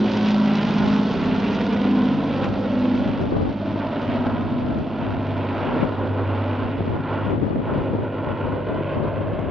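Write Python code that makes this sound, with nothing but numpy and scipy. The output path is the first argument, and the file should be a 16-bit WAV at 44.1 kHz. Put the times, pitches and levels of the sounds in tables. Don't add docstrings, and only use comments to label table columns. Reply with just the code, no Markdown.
import sys
import numpy as np
from scipy import signal
from scipy.fft import rfft, irfft, next_fast_len
from scipy.io import wavfile
from scipy.ndimage import uniform_filter1d

SR = 44100
rng = np.random.default_rng(int(sys.argv[2]) if len(sys.argv) > 2 else 0)


def file_out(sig):
    cols = np.atleast_2d(sig).T
    lim = np.clip(cols, -1, 1)
    pcm = np.round(lim * 32767).astype(np.int16)
    wavfile.write(sys.argv[1], SR, pcm)


N = 418950
TIME = np.arange(N) / SR

# time in seconds, level in dB.
HUM_LEVEL = [(0, -49), (2, -46), (3.4, -50), (9.5, -56)]
# start in seconds, length in seconds, strength in dB.
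GUSTS = [(0.855, 0.014, -29), (1.14, 0.2, -44), (1.4, 0.52, -56), (2.132, 0.026, -41),
         (2.437, 0.086, -34.5), (2.757, 0.062, -47), (2.958, 0.07, -37.5), (3.086, 0.018, -32),
         (3.2, 0.067, -29.5), (3.322, 0.11, -25), (3.43, 0.06, -28), (3.703, 0.033, -46),
         (4.074, 0.13, -43), (4.267, 0.45, -38), (4.628, 0.19, -32.5), (5.032, 0.14, -36),
         (5.327, 0.052, -45), (5.524, 0.11, -49), (5.675, 0.062, -34), (5.824, 0.019, -24),
         (6.004, 0.13, -43), (6.643, 0.026, -35), (6.79, 0.018, -34.5), (6.874, 0.097, -29.5),
         (7.287, 0.091, -27), (7.417, 0.19, -28), (7.694, 0.12, -29), (7.916, 0.11, -31),
         (8.277, 0.04, -33), (8.457, 0.12, -33.5), (8.71, 0.065, -30.5), (8.96, 0.1, -30),
         (9.14, 0.45, -35.5)]
# frequency in Hz, relative level in dB.
WIND_SPECTRUM = [(15, -27.5), (28, -18), (50, -6), (90, 0.5), (200, -2), (420, -8.5), (600, -13),
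                 (1000, -23), (1600, -32), (3500, -49.5), (7000, -87)]
# time in seconds, peak in dB, left minus right in dB.
THUMPS = [(3.091, -12, 3), (3.323, -14, 2), (3.367, -15, 5), (3.759, -14.5, 3), (5.765, -14, 0),
          (6.806, -12, 4), (7.334, -16, -6), (7.431, -20, 4), (7.465, -19, 5), (7.526, -18.5, 6),
          (7.559, -17, 4), (7.776, -14, 3), (7.786, -14, -2), (7.937, -12.5, 4), (7.950, -13.5, 6),
          (7.988, -16.5, 4), (8.809, -13.5, 2), (9.003, -18, 6), (9.052, -16, 6), (9.389, -16, 5)]
# start in seconds, level in dB midway between the ports.
CRACKLES = [(.55, -39), (.614, -39), (.88, -40), (.947, -41), (1.239, -33), (2.441, -31), (3.081, -44),
            (5.313, -52), (5.836, -49), (6.956, -51), (7.305, -50), (7.468, -55), (7.530, -53),
            (8.970, -54), (9.195, -57), (9.391, -49)]
# time in seconds, ground gain, near gain, near lag in milliseconds.
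ECHOES = [(0, 0.38, 0.11, 2.02), (4.3, 0.29, 0.094, 2.15), (5.6, -0.059, 0.13, 2.1), (6.6, 0, 0.18, 2.09),
          (8.3, -0.15, 0.5, 2.08), (9.5, -0.014, 0.3, 1.83)]
# time in seconds, centre in Hz, added gain.
GROUND_SWEEP = [(0, 369, 1.3), (.5, 389, 0), (1.2, 409, 0.49), (1.9, 450, 0.91), (2.7, 527, 1.4),
                (3.5, 631, 1.1), (4.2, 696, 1.4), (5.1, 674, 1.3), (5.8, 530, 0.34), (6.3, 519, 0.23),
                (6.8, 588, 0), (7.8, 558, 0.063), (9.3, 587, 0.84)]
# time in seconds, bombers' growl in dB, escort's drone in dB.
ENGINE_LEVELS = [(0, -32.5, -30), (2, -25.5, -31), (3.4, -32.5, -32), (4.2, -27, -39), (6, -34, -32),
                 (7.6, -39, -29.5), (9.5, -38, -35)]
# multiple of the blade rate, relative level in dB.
ESCORT_HARMONICS = [(2, -7.5), (3, -18.5), (4, -8), (5, -5.5), (6, -15), (7, -18)]
# frequency in Hz, relative gain in dB.
GROWL_SPECTRUM = [(60, -36.5), (110, -13.5), (150, -4.5), (185, -1), (235, 1), (275, -1), (325, -10),
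                  (420, -21.5)]
# frequency in Hz, relative gain in dB.
EXHAUST_SPECTRUM = [(90, -37.5), (200, -11), (330, 1.5), (440, -1), (600, -1.5), (790, -6), (1030, -5),
                    (1200, -11.5), (1370, -9), (1700, -15), (2200, -16), (2650, -15.5), (3250, -17.5),
                    (4650, -31), (7500, -53)]
# time in seconds, high rasp in relative dB, middle bark in relative dB.
ROAR_SWELLS = [(0.02,-41,-34), (0.28,-36,-34.5), (0.39,-40.5,-31), (0.57,-37,-33.5), (0.86,-38.5,-31.5),
               (1.12,-40.5,-33.5), (1.42,-38.5,-33), (2.2,-42,-35.5), (2.45,-40.5,-31.5),
               (2.51,-44.5,-37.5), (2.96,-41,-34), (3.24,-44.5,-36.5), (3.32,-48,-43), (3.62,-45.5,-40),
               (3.88,-44,-33.5), (4.09,-41,-35.5), (4.31,-44,-31), (4.44,-45,-38), (4.86,-47.5,-40.5),
               (5.04,-43.5,-33), (5.22,-45,-37), (5.6,-41.5,-31.5), (5.82,-40.5,-30), (5.85,-45,-32),
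               (6.09,-46,-33.5), (6.56,-42.5,-33.5), (6.88,-45.5,-40.5), (7.0,-48,-37), (7.13,-43.5,-30),
               (7.26,-43,-32), (7.36,-48.5,-44), (7.58,-51,-47), (7.68,-46.5,-33.5), (7.86,-45.5,-37.5),
               (7.96,-50,-40.5), (8.3,-45,-33), (8.46,-46,-33.5), (8.62,-48,-36.5), (8.93,-44,-33.5),
               (9.01,-47.5,-35), (9.46,-47,-38)]
# time in seconds, level in dB.
BODY_LEVEL = [(.08, -27), (.4, -32), (.68, -32), (.8, -30.5), (1.65, -29.5), (1.9, -29), (2.15, -32),
              (2.4, -28), (3.2, -32), (3.57, -34), (4.1, -29.5), (4.3, -31), (4.5, -34), (5.5, -32),
              (5.8, -27), (5.88, -30.5), (6.05, -29.5), (6.8, -32), (7.02, -37.5), (7.15, -30),
              (7.6, -33.5), (7.78, -27.5), (8.1, -31.5), (8.35, -32), (8.5, -29), (9.1, -28.5),
              (9.5, -31.5)]
# blade harmonic, first level in dB, change in dB a second.
PROPELLER_TONES = [(2, -48, 1.34), (3, -46.5, 1.07), (4, -33, -3.5), (5, -30.5, -1.27), (6, -43.5, -0.47)]
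# crest time in seconds, length in seconds, blade harmonic, crest level in dB.
BEATS = [(0.008, 0.21, 4, -17.5), (0.166, 0.35, 2, -35.5), (0.378, 0.72, 4, -18), (0.466, 0.26, 5, -25.5),
         (0.707, 1.07, 3, -30), (0.896, 0.6, 4, -19.5), (0.923, 0.43, 5, -24.5), (1.313, 0.23, 5, -24),
         (1.437, 0.62, 4, -25.5), (1.457, 0.82, 2, -40.5), (1.913, 0.77, 4, -22), (1.992, 0.44, 5, -20.5),
         (2.204, 0.65, 3, -32), (2.448, 0.49, 2, -33), (2.848, 0.75, 2, -38.5), (2.797, 1.3, 4, -28.5),
         (2.876, 0.48, 5, -21), (3.653, 0.55, 4, -31.5), (3.7, 0.54, 2, -33), (4.203, 0.46, 5, -26),
         (4.345, 0.83, 2, -32), (4.61, 0.38, 5, -25.5), (5.357, 0.82, 2, -28.5), (5.768, 0.27, 5, -26),
         (6.287, 1, 2, -24.5), (6.546, 0.5, 5, -33), (7.1, 0.73, 3, -46), (6.85, 0.44, 2, -28),
         (7.205, 0.41, 2, -30), (8.95, 0.63, 3, -35.5), (9.204, 0.38, 2, -32)]


def from_db(db):
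    return 10 ** (np.asarray(db) / 20)


def rms_one(x):
    return x / np.sqrt(np.mean(x ** 2) + 1e-20)


def evened(x):
    power = np.mean(np.atleast_2d(x) ** 2, axis=0)
    return x / np.sqrt(uniform_filter1d(power, size=SR // 6) + 1e-9)


def in_time(rows):
    seconds, *columns = np.transpose(rows)
    return [np.interp(TIME, seconds, column) for column in columns]


def settling(first, last, time_s):
    return last + (first - last) * np.exp(-TIME / time_s)


def drift(rate):
    hz = np.fft.rfftfreq(8192, 1 / 400)
    slow = irfft(rfft(rng.standard_normal(8192)) / (1 + (hz / rate) ** 2))
    return np.interp(TIME * 400, np.arange(len(slow)), rms_one(slow))


def colour(x, spectrum, low_hz=1, high_hz=SR):
    size = next_fast_len(N + 4096)
    hz = np.fft.rfftfreq(size, 1 / SR) + 1e-3
    points, db = np.transpose(spectrum)
    band = 1 / np.sqrt((1 + (low_hz / hz) ** 16) * (1 + (hz / high_hz) ** 16))
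    gain = band * from_db(np.interp(np.log(hz), np.log(points), db))
    return rms_one(irfft(rfft(x, size) * gain, size)[..., :N])


def delayed(x, ms):
    return np.interp(TIME - ms / 1000, TIME, x)


def turns_of(hz, waver):
    return np.cumsum(hz * (1 + waver * drift(1.955))) / SR + rng.random()


def low_hum(hz):
    gain = from_db(in_time(HUM_LEVEL)[0])
    return gain * np.sqrt(2) * np.sin(2 * np.pi * turns_of(hz, waver=0.0024))


def gusts(attack_s=0.027, release_s=0.023):
    strength = from_db(-62.5 + TIME - 5 * drift(4.5))
    for start, length, db in GUSTS:
        outside = np.maximum((start - TIME) / attack_s, (TIME - start - length) / release_s)
        strength = np.maximum(strength, from_db(db) * np.exp(-np.clip(outside, 0, 20)))
    return 20 * np.log10(strength)


def wind(gust_db, lumpy_db):
    eddies = rng.standard_normal((2, N)) * from_db(lumpy_db * np.array([drift(92), drift(70)]))
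    left_db = 0.27 * TIME
    rumble_db = 0.5 * gust_db - 11 - 0.2 * TIME
    rumble = from_db(rumble_db) * evened(colour(eddies, WIND_SPECTRUM, high_hz=243))
    flap = from_db(gust_db + 1.1) * evened(colour(eddies, WIND_SPECTRUM, low_hz=258))
    return (rumble + flap) * from_db([left_db, -left_db])


def thumps(band_hz):
    kicks = np.zeros((2, N)) + 1e-18
    for start, db, pan_db in THUMPS:
        kicks[:, round(start * SR)] = -from_db([db + pan_db / 2, db - pan_db / 2])
    knock = signal.butter(2, band_hz, "band", fs=SR, output="sos")
    port = np.vstack([knock, signal.butter(2, 1400, fs=SR, output="sos")])
    height = np.abs(signal.sosfilt(port, signal.unit_impulse(512))).max()
    return signal.sosfilt(port, kicks) / height


def crackles(decay_s):
    bursts = sum(from_db(db) * (TIME >= start) * np.exp(-np.abs(TIME - start) / decay_s)
                 for start, db in CRACKLES)
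    noise = colour(rng.standard_normal(N), [(300, -6), (2500, 4), (7500, -23)])
    return bursts * noise * from_db([[2], [-2]])


def ground_lag_ms():
    return settling(5.55, 2.3, time_s=3.1)


def with_ground(tones, echo_gain=0.57):
    return tones + echo_gain * delayed(tones, ground_lag_ms())


def reflections(x, left_lag_ms):
    ground, near, near_ms = in_time(ECHOES)
    dull = signal.sosfiltfilt(signal.butter(1, 2500, fs=SR, output="sos"), x)
    echoes = [ground * delayed(side, ground_lag_ms()) + near * delayed(side, near_ms) for side in dull]
    left, right = x + np.array(echoes)
    return np.array([delayed(left, left_lag_ms), right])


def swept(x, width_hz):
    centre_hz, lift = in_time(GROUND_SWEEP)
    carrier = np.exp(2j * np.pi * np.cumsum(centre_hz) / SR)
    pole = np.exp(-np.pi * width_hz / SR)
    band = 2 * np.real(carrier * signal.lfilter([1 - pole], [1, -pole], x / carrier))
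    return x + lift * band


def escort_drone(blade_hz, fade_db):
    turns = turns_of(blade_hz, waver=0.00199)
    fades = [fade_db * drift(3) for _ in ESCORT_HARMONICS]
    return sum(from_db(db + fade) * np.sqrt(2) * np.sin(2 * np.pi * (k * turns + rng.random()))
               for (k, db), fade in zip(ESCORT_HARMONICS, fades))


def bomber_growl(blade_hz, fade_db):
    shaft = turns_of(blade_hz / 3, waver=0.001)
    orders = 0
    for k in range(5, 23):
        if k % 3:
            gain = from_db(fade_db * drift(1.5))
            orders += gain * np.sin(2 * np.pi * (k * shaft + rng.random()) + 1.3 * drift(0.9))
    return evened(colour(with_ground(orders), GROWL_SPECTRUM))


def engine_rattle(turns, order_count):
    rattle = 0
    for real, imaginary in rng.standard_normal((3, 2, order_count)):
        cycle = irfft(np.r_[0, real + 1j * imaginary], 4096)
        rattle += drift(2.5) * np.interp(turns % 1 * len(cycle), np.arange(len(cycle)), cycle)
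    return evened(rattle)


def throb(turns, sharpness):
    return rms_one(np.exp(sharpness * np.cos(2 * np.pi * turns)))


def exhaust(bomber_hz, escort_hz, pop_db):
    rattle, jets = 0, 0
    for blade_hz in (bomber_hz * 0.996, bomber_hz * 1.004, escort_hz):
        blade = turns_of(blade_hz, waver=0.0015)
        rattle += engine_rattle(blade / 3, order_count=220) * from_db(2 * drift(2))
        blade_chop, firing_chop = throb(blade, sharpness=0.19), throb(2 * blade, sharpness=0.4)
        jets += rng.standard_normal(N) * blade_chop * firing_chop * from_db(pop_db * drift(160))
    hiss = colour(jets, [(400, -10), (1000, -8), (2200, -2), (3500, 0)])
    direct = rms_one(rattle) + from_db(11) * hiss
    scatter_spectrum = [(450, 0.5), (700, -3.5), (1400, -6), (2000, 1), (3500, 0), (5000, -4)]
    scatter = from_db(-17.5) * direct.std() * colour(rng.standard_normal(N), scatter_spectrum)
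    return direct + scatter * np.array([[1], [-1]])


def distant_roar(source, gust_dip, flutter_db):
    def band(low_hz, high_hz):
        return colour(source, EXHAUST_SPECTRUM, low_hz, high_hz)

    carried_db, bark_db = in_time(ROAR_SWELLS)
    swell_db = carried_db - (-38.5 - TIME)
    rasp_db = -40.5 - TIME + 1.46 * swell_db
    edge_db = -44 - 2.08 * TIME + 0.75 * swell_db
    top_db = -50 - 4 * TIME + swell_db
    lows = colour(swept(source, width_hz=160), EXHAUST_SPECTRUM, high_hz=689)
    body = gust_dip * from_db(in_time(BODY_LEVEL)[0]) * evened(lows)
    bark = from_db(bark_db - 0.69 + flutter_db * drift(3.2)) * evened(band(716, 1545))
    rasp = from_db(rasp_db + flutter_db * drift(10)) * evened(band(1750, 2946))
    edge = from_db(edge_db + 1.4 * drift(23)) * evened(band(3470, 5010))
    top = from_db(top_db + 2.1 * drift(25)) * band(5120, 6700)
    return (body + bark) * from_db([[-0.55], [0.55]]) + (rasp + edge + top) * from_db([[-1.1], [1.1]])


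def bomber_propellers(blade_hz, waver_db, flutter_db):
    turns, tones = np.cumsum(blade_hz) / SR, 0
    for k, first_db, db_per_s in PROPELLER_TONES:
        power = from_db(first_db + db_per_s * TIME + waver_db * drift(0.88)) ** 2
        for crest, length, harmonic, db in BEATS:
            if harmonic == k:
                arch = np.cos(np.pi * np.clip((TIME - crest) / length, -0.5, 0.5))
                power += (from_db(db) * arch) ** 2
        gain = np.sqrt(2 * power) * from_db(flutter_db * drift(35))
        tones += gain * np.sin(2 * np.pi * (k * turns + rng.random()) + drift(2.3) / 10)
    return tones


def scene():
    bomber_hz, escort_hz = settling(52.9, 49.4, time_s=2.1), settling(59.4, 53.7, time_s=3.2)
    growl_db, escort_db = in_time(ENGINE_LEVELS)
    gust_db = gusts()
    gust_dip = (1 + from_db(gust_db + 27) ** 2) ** -0.76
    propellers = bomber_propellers(bomber_hz, waver_db=2.0, flutter_db=0.3)
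    growl = from_db(growl_db) * bomber_growl(bomber_hz, fade_db=3.5)
    escort = from_db(escort_db) * with_ground(escort_drone(escort_hz, fade_db=2.5))
    drone = (propellers + growl + escort) * gust_dip * from_db([[-0.3], [0.3]])
    hum = low_hum(hz=43)
    exhausts = reflections(exhaust(bomber_hz, escort_hz, pop_db=2.7), left_lag_ms=0.009)
    roar = distant_roar(exhausts, gust_dip, flutter_db=0.95)
    buffets = wind(gust_db, lumpy_db=2.5) + thumps(band_hz=[110, 410]) + crackles(decay_s=0.01)
    microphone_hiss = from_db(-77.5) * rng.standard_normal(N)
    return microphone_hiss + hum + buffets + roar + drone


def record(dry):
    onset = np.minimum(TIME / 0.004, 1)
    return signal.sosfilt(signal.ellip(10, 0.2, 90, 7500, fs=SR, output="sos"), dry * onset)


dry = scene()
out = record(dry)
file_out(out)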